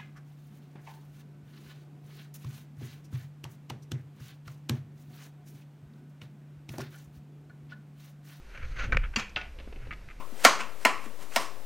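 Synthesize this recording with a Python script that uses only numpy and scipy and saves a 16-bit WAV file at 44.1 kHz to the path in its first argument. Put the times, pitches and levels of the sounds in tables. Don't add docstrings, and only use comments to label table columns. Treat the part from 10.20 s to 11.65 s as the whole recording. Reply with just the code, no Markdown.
import sys
import numpy as np
from scipy import signal
from scipy.fft import rfft, irfft, next_fast_len
from scipy.io import wavfile
from scipy.ndimage import uniform_filter1d

SR = 44100
rng = np.random.default_rng(int(sys.argv[2]) if len(sys.argv) > 2 else 0)


def to_wav(sig):
    pcm = np.clip(np.atleast_2d(sig), -1, 1) * 32767
    pcm = np.round(pcm).astype(np.int16)
    wavfile.write(sys.argv[1], SR, pcm.T)


N = 63945


def amp(db):
    return 10 ** (np.asarray(db) / 20)


def unit(x):
    return x / np.sqrt(np.mean(x ** 2) + 1e-20)


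def along(points, hz):
    point_hz, values = np.transpose(points)
    return np.interp(np.log(hz + 1), np.log(point_hz + 1), values)


def filtered(x, response):
    size = x.shape[-1]
    padded = next_fast_len(size + SR // 4)
    spectrum = rfft(x, padded) * response(np.fft.rfftfreq(padded, 1 / SR))
    return irfft(spectrum, padded)[..., :size]


def noise(spectrum, size):
    white = rng.standard_normal(size)
    return unit(filtered(white, lambda hz: amp(along(spectrum, hz))))


def fade(t, t60):
    return np.exp(-np.log(1000) * t / t60)


def add(track, s, sound):
    part = track[max(0, round(s * SR)):][:len(sound)]
    part += sound[:len(part)]


SCATTER_DB = 0.7


def ring(modes, t, attack_s, place):
    tones = np.zeros(len(t))
    for k, (hz, db, t60) in enumerate(modes, 1):
        level = amp(db + SCATTER_DB * rng.standard_normal())
        drive = np.sin(np.pi * k * place)
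        tones += level * drive * fade(t, t60) * np.sin(2 * np.pi * hz * t)
    return tones * (1 - np.exp(-t / attack_s))


GRAIN_DB = 2.5


def rubbing(rows, spectrum):
    t = np.arange(N) / SR
    level = np.zeros(N)
    for s, rise, fall, db in rows:
        distance = np.maximum((s - t) / rise, (t - s) / fall)
        level += amp(db - 20 * distance)
    slow_noise = unit(uniform_filter1d(rng.standard_normal(N), size=40))
    grains = amp(GRAIN_DB * slow_noise)
    return level * unit(grains * noise(spectrum, size=N))


# (frequency [Hz], level [dB])
AIR = [(20, -5), (50, -2.5), (72, 5), (100, 3), (200, -2), (420, 3), (580, 4.5), (850, -3), (1150, -6.5),
       (2000, -8.5), (4000, -14), (9000, -16.5), (15500, -18.5)]
# (frequency [Hz], side over mid [dB])
AIR_SIDE = [(30, 0), (70, -21), (140, -12.5), (500, -19.5), (2000, -9.5), (8000, -4.5), (15000, -4)]
AIR_DB = -52.5


def room_tone():
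    mid = noise(AIR, size=N)
    side = filtered(noise(AIR, size=N), lambda hz: amp(along(AIR_SIDE, hz)))
    return amp(AIR_DB) * np.array([mid + side, mid - side])


# (time of peak [s], rise [s], fall [s], level [dB])
DRAGS = [(.004, 0.012, 0.051, -40.5), (1.015, 0.045, 0.047, -54)]
# (frequency [Hz], level [dB])
DRAG = [(150, 3.5), (400, -19), (800, -7), (1050, 4.5), (1500, -19), (2500, -9.5), (4000, -28),
        (12000, -48)]


def drags():
    return rubbing(DRAGS, DRAG)


# (time [s], level [dB])
BUMPS = [(0.121, -37), (0.406, -38), (0.861, -32.5)]
# (frequency [Hz], level [dB], t60 [s])
BUMP = [(224, -4.5, 0.16), (283, -0.5, 0.041), (410, -4, .04)]


def bumps():
    out, t = np.zeros(N), np.arange(SR // 4) / SR
    for s, db in BUMPS:
        add(out, s, amp(db) * ring(BUMP, t, attack_s=0.0037, place=0.75))
    return out


# (time of peak [s], rise [s], fall [s], level [dB])
CUTS = [(.228, 0.1, 0.032, -42.5), (.246, 0.0073, 0.018, -22.5), (.628, 0.093, 0.082, -51),
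        (.85, 0.078, .05, -52), (1.03, 0.07, 0.027, -48), (1.159, .07, 0.0038, -43),
        (1.215, 0.062, 0.075, -40)]
# (frequency [Hz], level [dB])
FLESH = [(200, -3), (600, 1), (2000, 1), (4000, -6), (8500, -6), (15000, -16)]


def cuts():
    return rubbing(CUTS, FLESH)


# (frequency [Hz], level [dB], t60 [s])
BOARD = [(230.2, -10.5, 0.085), (290.4, -10.5, 0.1), (486.7, -7, 0.037), (584, -0.5, 0.036),
         (676, -2, 0.058), (751, -3.5, 0.033), (939, 1, 0.038), (1056, -11.5, 0.1)]
# (frequency [Hz], level [dB], t60 [s])
BLADE = [(999, -7.5, 0.16), (1167, -20, 0.12), (1358.7, -2, 0.071), (1455, -2, 0.031), (1782, -11, 0.057),
         (1873, -5, 0.071), (2130, 0, 0.049), (2229, -4.5, 0.037), (2830, 0, 0.026), (2991, -7, 0.037),
         (3500, -9, 0.034), (5130, -6.5, 0.016), (5814, -13, 0.055), (7100, -18.5, 0.081)]
# (frequency [Hz], level [dB])
CRACK = [(100, -45), (250, -12.5), (400, -9.5), (700, -3), (2500, 0.5), (4000, -3.5), (6500, -2.5),
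         (10000, -9), (16000, -8.5)]
CRACK_T60_S, CRACK_ATTACK_S, MODE_ATTACK_S = 0.018, 0.0001, 0.00035


def knocks(rows):
    out, t = np.zeros(N), np.arange(SR // 2) / SR
    for s, board_db, blade_db, crack_db, corner_hz, place in rows:
        crack = filtered(noise(CRACK, size=len(t)), lambda hz: 1 / np.hypot(1, (hz / corner_hz) ** 2))
        crack = unit(crack) * fade(t, CRACK_T60_S) * (1 - np.exp(-t / CRACK_ATTACK_S))
        board = ring(BOARD, t, MODE_ATTACK_S, place)
        blade = ring(BLADE, t, MODE_ATTACK_S, place)
        add(out, s, amp(board_db) * board + amp(blade_db) * blade + amp(crack_db) * crack)
    return out


# (time [s], board level [dB], blade level [dB], crack level [dB],
# crack corner [Hz], place along the edge [0-1])
TAPS = [(.407, -44, -35, -32, 2300, .68), (.2412, -63, -60, -31, 14000, 0.1)]


def taps():
    return knocks(TAPS)


# (time [s], board level [dB], blade level [dB],
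# crack level [dB], crack corner [Hz], place along the edge [0-1])
CONTACTS = [(.24938, -7.5, -8, -2.5, 6500, 0.55), (.25214, -12.5, -14.5, -9, 9700, .23),
            (.25679, -32, -12, -14, 7000, 0.69), (.64978, -25.5, -18, -10.5, 1510, 0.32),
            (.65146, -14.5, -17, -13.5, 10600, 0.72), (.65641, -20.5, -20, -13.5, 2600, 0.63),
            (1.16096, -21, -20, -16.5, 14020, .95), (1.1638, -21.5, -27.5, -22.5, 12000, 0.56),
            (1.16785, -27, -25.5, -23.5, 11100, .29)]


def strokes():
    return knocks(CONTACTS)


# (time of peak [s], rise [s], fall [s], level [dB])
SCRAPES = [(.408, 0.023, 0.024, -28), (.861, 0.026, 0.0083, -46.5), (1.121, 0.0072, 0.025, -52.5)]
# (frequency [Hz], level [dB])
SCRAPE = [(200, -9), (700, -4.5), (1600, 3.5), (2100, -0.5), (2600, 5), (3600, -18), (8000, -16.5),
          (14000, -41)]


def scrapes():
    return rubbing(SCRAPES, SCRAPE)


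# (frequency [Hz], t60 [s])
ROOM_T60 = [(150, 0.76), (400, 0.4), (1050, 0.44), (2800, 0.41), (7000, 0.35), (14000, 0.27)]
ROOM_DB, WALLS_DB, WALLS_T60_S = -7, -9, 0.058


def room_answer():
    t = np.arange(SR // 2) / SR
    hz, frames, z = signal.stft(rng.standard_normal(len(t)), SR, nperseg=256)
    decaying = z * fade(frames, along(ROOM_T60, hz)[:, None])
    tail = signal.istft(decaying, SR, nperseg=256)[1][:len(t)]
    echoes = rng.random(len(t)) < 900 / SR
    walls = rng.standard_normal(len(t)) * echoes * fade(t, WALLS_T60_S)
    return amp(ROOM_DB) * tail / np.linalg.norm(tail) + amp(WALLS_DB) * walls / np.linalg.norm(walls)


# (frequency [Hz], level [dB])
ROOM_COLOUR = [(100, -10.5), (250, -6), (650, -2.5), (850, -3.5), (1060, 6), (1330, 1), (1700, -3.5),
               (2600, -2), (6000, 0), (10000, -3), (15000, -7.5)]
ROOM_DELAY_S, SLICE_S = 0.009, 0.0012


def kitchen(x, count=6):
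    turn = np.arange(N) / SR / SLICE_S
    out = np.zeros(N)
    for k in range(count):
        share = np.sin(np.pi / 2 * np.minimum((turn - k) % count, 2))
        add(out, ROOM_DELAY_S, signal.fftconvolve(x * share, room_answer()))
    return filtered(out, lambda hz: amp(along(ROOM_COLOUR, hz)))


LOW_CUT_HZ = 197


def low_cut(x):
    sections = signal.butter(N=4, Wn=LOW_CUT_HZ, btype="high", fs=SR, output="sos")
    return signal.sosfilt(sections, x)


def scene():
    friction = drags() + cuts() + scrapes()
    knife = friction + taps() + strokes()
    return low_cut(knife + kitchen(knife)) + bumps() + room_tone()


DC_OFFSET = [
    [-.029],
    [-.006],
]
CLIP_LEVEL, TOP_HZ = 1.0, 15900


def record(dry):
    clipped = dry / (1 + np.abs(dry / CLIP_LEVEL) ** 8) ** (1 / 8)
    return filtered(clipped, lambda hz: hz < TOP_HZ) + np.array(DC_OFFSET)


dry = scene()
out = record(dry)
to_wav(out)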